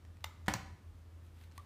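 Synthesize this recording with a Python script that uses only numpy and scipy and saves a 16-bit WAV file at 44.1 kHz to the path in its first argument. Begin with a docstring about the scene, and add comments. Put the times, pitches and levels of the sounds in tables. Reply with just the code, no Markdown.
"""A folding camera on a table in a quiet room, handled close to one microphone over a low, wavering hum.
Loose parts tick under the fingers, then a catch clicks. The side door lets go with a soft bump and drops
open: the hollow body clacks, the table booms, and the door's metal fitting snaps just after.
Fingers slide back over the case and press the door home with a tick and a tiny squeak.
Each contact is a crack of noise plus the ringing modes of the part, with a short room tail behind it."""
import sys
import numpy as np
from scipy import signal
from scipy.fft import rfft, irfft, next_fast_len
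from scipy.io import wavfile
from scipy.ndimage import map_coordinates

SR = 44100
rng = np.random.default_rng(int(sys.argv[2]) if len(sys.argv) > 2 else 0)


def int16_out(signal):
    """Quantize to a 16-bit WAV file."""
    q = np.round(np.clip(np.atleast_2d(signal).T, -1, 1) * 32767)
    wavfile.write(sys.argv[1], SR, q.astype(np.int16))


N = 72765
T = np.arange(N) / SR
BLOW_T = np.arange(16384) / SR  # time since a contact, s
TOP_HZ = 15450

# swells and dips of the hum: t/s, relative level/dB
HUM_SWELLS = [(0.0, -60), (0.064, -50), (0.196, -56.5), (0.27, -46), (0.32, -61.5), (0.436, -49.5),
              (0.638, -56), (0.726, -46.5), (0.78, -65), (0.818, -63.5), (0.876, -46), (0.936, -61.5),
              (0.96, -52), (1.116, -55.5), (1.158, -47), (1.194, -54), (1.616, -52.5), (1.65, -62)]
# spectra of the room's rumble and air: f/Hz, relative density/dB
RUMBLE_COLOUR = [(20, -20), (35, -10.5), (50, 4.5), (62, -7), (100, 1), (135, -10), (200, -43.5),
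                 (400, -80)]
AIR_COLOUR = [(76, -36), (130, 0), (284, -2), (487, -10), (549, -8.5), (631, -11.5), (1250, -14),
              (1380, -15.5), (3260, -22.5), (15500, -33.5)]
# loose parts nudged by the fingers: t/s, level/dB, t60/s
LOOSE_TICKS = [(0.0498, -54, 0.015), (0.1692, -56.5, 0.012), (0.207, -55, 0.0083), (0.461, -51.5, 0.022),
               (0.4677, -49.5, .02), (1.4123, -54, 0.013), (1.436, -56.5, 0.019), (1.514, -54.5, .01),
               (1.52, -56, 0.017), (1.562, -61, 0.013)]
# contacts of each part: t/s, gain on its modes/dB, crack level/dB, crack t60/s
CATCH_HITS = [(.2409, -28, -33, .008), (.2427, -1.5, -32, 0.012), (.2448, -19, -35, 0.012)]
BODY_HITS = [(.4812, 0, -26, 0.021), (.4832, -28, -28.5, 0.017)]
FITTING_HITS = [(.5376, 0, -24.5, 0.015)]
SEAT_HITS = [(1.5782, 0.012, -39.5, 0.011)]
# modes of the catch, hollow body, table top, door with fitting and seated door: f/Hz, level/dB, t60/s
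CATCH_MODES = [(612, -40.5, 0.015), (894, -35.5, 0.025), (1230, -35, 0.024), (1473, -39.5, 0.023),
               (2070, -33.5, 0.025), (2840, -41, 0.017), (3640, -35.5, .014), (7220, -34.5, 0.0083)]
BODY_MODES = [(186, -25.5, 0.059), (230.3, -48.5, 0.38), (297.2, -39, .17), (538, -44, 0.11),
              (773.5, -31, 0.048), (862, -43.5, 0.15), (970, -30.5, 0.044), (1236, -38.5, 0.065),
              (1472, -34.5, 0.063), (1742, -31.5, 0.047), (1933, -30, 0.039), (2200, -33.5, .035),
              (3090, -36, 0.018)]
TABLE_MODES = [(53.6, -31, 0.15), (111.7, -39, 0.21)]
FITTING_MODES = [(109, -35.5, 0.11), (745, -42.5, 0.022), (1053, -38.5, 0.045), (2330, -45, 0.022),
                 (2700, -38, 0.014), (3670, -58, 0.0065), (4100, -39, 0.03), (5730, -32.5, 0.014),
                 (6736, -35, 0.013)]
SEAT_MODES = [(1020, -52, 0.034), (1940, -46, 0.018), (3370, -57, 0.011), (4350, -51, 0.0082)]
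# spectrum of each part's contact crack: f/Hz, relative density/dB
CATCH_CRACK = [(250, -19), (700, -0.5), (2000, -3.5), (4500, 1), (7400, -5), (9000, -12), (12500, -9),
               (14800, -7.5)]
BODY_CRACK = [(120, -5), (450, -9), (800, 2), (2100, -2.5), (3300, -6.5), (5500, -12.5), (9000, -17),
              (15000, -22.5)]
FITTING_CRACK = [(300, -1.5), (1500, 1.5), (3000, 1), (7200, -0.5), (8200, -5), (11000, -16), (12800, -11),
                 (15000, -10)]
SEAT_CRACK = [(300, -2), (1500, 2.5), (2500, -2.5), (5000, -5.5), (8000, -6.5), (11000, -10), (15000, -18)]
# spectra of the ticks, door bump, strut rattle and rubbing skin: f/Hz, relative density/dB
TICK_COLOUR = [(300, -10), (1000, 2.5), (3500, -3.5), (7000, -10.5), (15000, -23)]
BUMP_COLOUR = [(300, -11), (700, -6), (1000, 0), (1500, -12), (4000, -33), (15000, -26)]
RATTLE_COLOUR = [(60, 2), (200, -3), (320, 5), (440, 0), (800, -3.5), (2100, -2), (3200, -3), (7000, -14),
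                 (15000, -24.5)]
RUB_COLOUR = [(300, -4), (1500, 3.5), (3500, 4), (6000, -8), (8500, -3), (14500, -7)]
# strokes of the fingers on the case: t/s, level/dB
RUB_STROKES = [(1.18, -110), (1.25, -74), (1.33, -92), (1.36, -74.5), (1.44, -69), (1.5, -89),
               (1.57, -72.5), (1.63, -78.5)]
# decay of the room: f/Hz, t60/s
ROOM_T60 = [(100, 0.82), (400, 0.58), (2000, 0.57), (7000, 0.48), (10000, 0.59), (15000, 0.24)]
# spectrum of the room's reflections: f/Hz, relative density/dB
ROOM_COLOUR = [(100, -1.5), (400, -1.5), (1000, -0.5), (6000, -3.5), (10000, -7.5), (15000, -1)]


def amp(db):
    """Decibels to gain."""
    return 10 ** (np.asarray(db) / 20)


def unit(x):
    """Scale to rms 1."""
    return x / np.sqrt(np.mean(x ** 2) + 1e-20)


def at(start_s, x):
    """Place a short sound in the scene."""
    return np.pad(x, (round(start_s * SR), N))[:N]


def along(points, hz):
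    """Read (f/Hz, value) points along a log frequency axis."""
    freqs, values = np.transpose(points)
    return np.interp(np.log(hz + 1), np.log(freqs + 1), values)


def noise(colour, size=N):
    """Coloured noise of rms 1."""
    padded = next_fast_len(size, real=True)
    gain = amp(along(colour, np.fft.rfftfreq(padded, 1 / SR)))
    spectrum = rfft(rng.standard_normal(padded)) * gain
    return unit(irfft(spectrum, padded)[:size])


def wobble(knots_per_s):
    """A smooth random curve."""
    return map_coordinates(rng.standard_normal(N), [T * knots_per_s], order=3)


def fade(t60, rise_s):
    """Envelope of a blow: a rise, then a steady decay."""
    return (1 - np.exp(-BLOW_T / rise_s)) * np.exp(-np.log(1000) * BLOW_T / t60)


def burst(t60, colour, rise_s=0.00063):
    """A dying burst of noise whose energy is set by its envelope."""
    envelope = fade(t60, rise_s)
    return unit(envelope * noise(colour, size=len(envelope))) * np.sqrt(np.mean(envelope ** 2))


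def ringing(modes, rise_s):
    """One dying sine for each mode."""
    return [amp(db) * fade(t60, rise_s) * np.sin(2 * np.pi * hz * BLOW_T) for hz, db, t60 in modes]


def struck(hits, modes, colour, directions, scatter_db=1):
    """Each contact cracks and rings the part's modes, a little differently in each direction."""
    polarity = (-1) ** np.arange(len(modes))
    rings = polarity[:, None] * ringing(modes, rise_s=0.00013)
    radiated = np.zeros((directions, N))
    for start_s, ring_db, crack_db, crack_t60 in hits:
        for direction in range(directions):
            ring = amp(ring_db + scatter_db * rng.standard_normal(len(modes))) @ rings
            crack = amp(crack_db) * burst(crack_t60, colour)
            radiated[direction] += at(start_s, ring + crack)
    return radiated


def room_tone(hum_hz=83.13, waver_rad=0.23, trim_db=-1):
    """The bed of the place: a low hum that swells and dips, over rumble and faint air."""
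    hum = unit(np.sin(2 * np.pi * hum_hz * T + waver_rad * wobble(knots_per_s=18.36)))
    swell = amp(trim_db + np.interp(T, *np.transpose(HUM_SWELLS)))
    return swell * hum + amp(-61) * noise(RUMBLE_COLOUR) + amp(-66.5) * noise(AIR_COLOUR)


def loose_ticks():
    """Loose parts tick faintly as the fingers nudge them."""
    return sum(at(start_s, amp(db) * burst(t60, TICK_COLOUR)) for start_s, db, t60 in LOOSE_TICKS)


def catch_click(directions):
    """Three contacts of the catch within 4 ms reach the microphone as one click."""
    return struck(CATCH_HITS, CATCH_MODES, CATCH_CRACK, directions)


def door_bump(start_s=0.4):
    """The door lets go with a soft bump."""
    return at(start_s, amp(-61) * burst(t60=0.017, colour=BUMP_COLOUR))


def door_clack(directions):
    """The door drops open, ringing the hollow body and shaking the struts and case."""
    rattle = amp(-40) * burst(t60=0.18, colour=RATTLE_COLOUR, rise_s=0.0034)
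    return struck(BODY_HITS, BODY_MODES, BODY_CRACK, directions) + at(BODY_HITS[0][0], rattle)


def table_boom():
    """The table top takes up the clack; its low modes swell and die under it."""
    return at(BODY_HITS[0][0], sum(ringing(TABLE_MODES, rise_s=0.05)))


def fitting_snap(directions):
    """The metal fitting snaps once, ringing brightly together with the door."""
    return struck(FITTING_HITS, FITTING_MODES, FITTING_CRACK, directions)


def finger_rub(rough_db=2.5):
    """Skin slides unevenly over the case with a faint hiss."""
    level_db = np.interp(T, *np.transpose(RUB_STROKES)) + rough_db * wobble(knots_per_s=150)
    return amp(level_db) * noise(RUB_COLOUR)


def door_tick(directions):
    """Pressed home, the door meets its seat and rings briefly."""
    return struck(SEAT_HITS, SEAT_MODES, SEAT_CRACK, directions)


def door_squeak(start_hz=930, settled_hz=1176, glide_s=0.0043, hold_s=0.025, release_s=0.0024):
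    """The door slips into its seat with a squeak that rises, settles and stops as it comes to rest."""
    hz = settled_hz + (start_hz - settled_hz) * np.exp(-BLOW_T / glide_s)
    tone = np.sin(2 * np.pi * np.cumsum(hz) / SR)
    stop = np.exp(-np.maximum(BLOW_T - hold_s, 0) / release_s)
    return at(SEAT_HITS[0][0], amp(-47) * fade(t60=0.16, rise_s=0.002) * stop * tone)


def room_reflections(x, early_db=-10, early_delay_s=0.0094, tail_db=-9.5, tail_delay_s=0.0038):
    """Early reflections off the table and nearby things, and a tail that dies faster in the treble."""
    hz, t, spectra = signal.stft(noise(ROOM_COLOUR, size=len(BLOW_T)), SR, nperseg=256)
    decay = np.exp(-np.log(1000) * t / along(ROOM_T60, hz)[:, None])
    tail = signal.istft(spectra * decay, SR, nperseg=256)[1]
    tail *= np.clip(BLOW_T / tail_delay_s - 1, 0, 1)  # silent for the delay, then fades in
    early = at(early_delay_s, burst(t60=0.13, colour=ROOM_COLOUR, rise_s=0.0012))[:len(tail)]
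    response = amp(tail_db) * tail / np.linalg.norm(tail) + amp(early_db) * early / np.linalg.norm(early)
    return signal.fftconvolve(x, response)[:N]


def scene(directions=5):
    """The first direction leads straight to the microphone; the others reach it by way of the room."""
    handling = loose_ticks() + finger_rub()
    click = catch_click(directions)
    opening = door_bump() + door_clack(directions)
    snap = fitting_snap(directions)
    closing = door_tick(directions) + door_squeak()
    direct = (click + opening + snap + closing)[0] + handling + table_boom()
    into_room = (amp(-4) * click + opening + amp(-1) * snap + amp(-6.5) * closing)[1:] + handling
    reflected = sum(room_reflections(x) for x in into_room) / np.sqrt(directions - 1)
    return (room_tone() + direct + reflected)[None]


def record(dry):
    """One microphone channel, with a 35 Hz low cut and a steep cut at the recorder's band limit."""
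    low_cut = signal.butter(2, 35, "highpass", fs=SR, output="sos")
    top_cut = signal.cheby1(12, .2, TOP_HZ - 200, fs=SR, output="sos")
    return signal.sosfilt(np.vstack([low_cut, top_cut]), dry)


dry = scene()
out = record(dry)
int16_out(out)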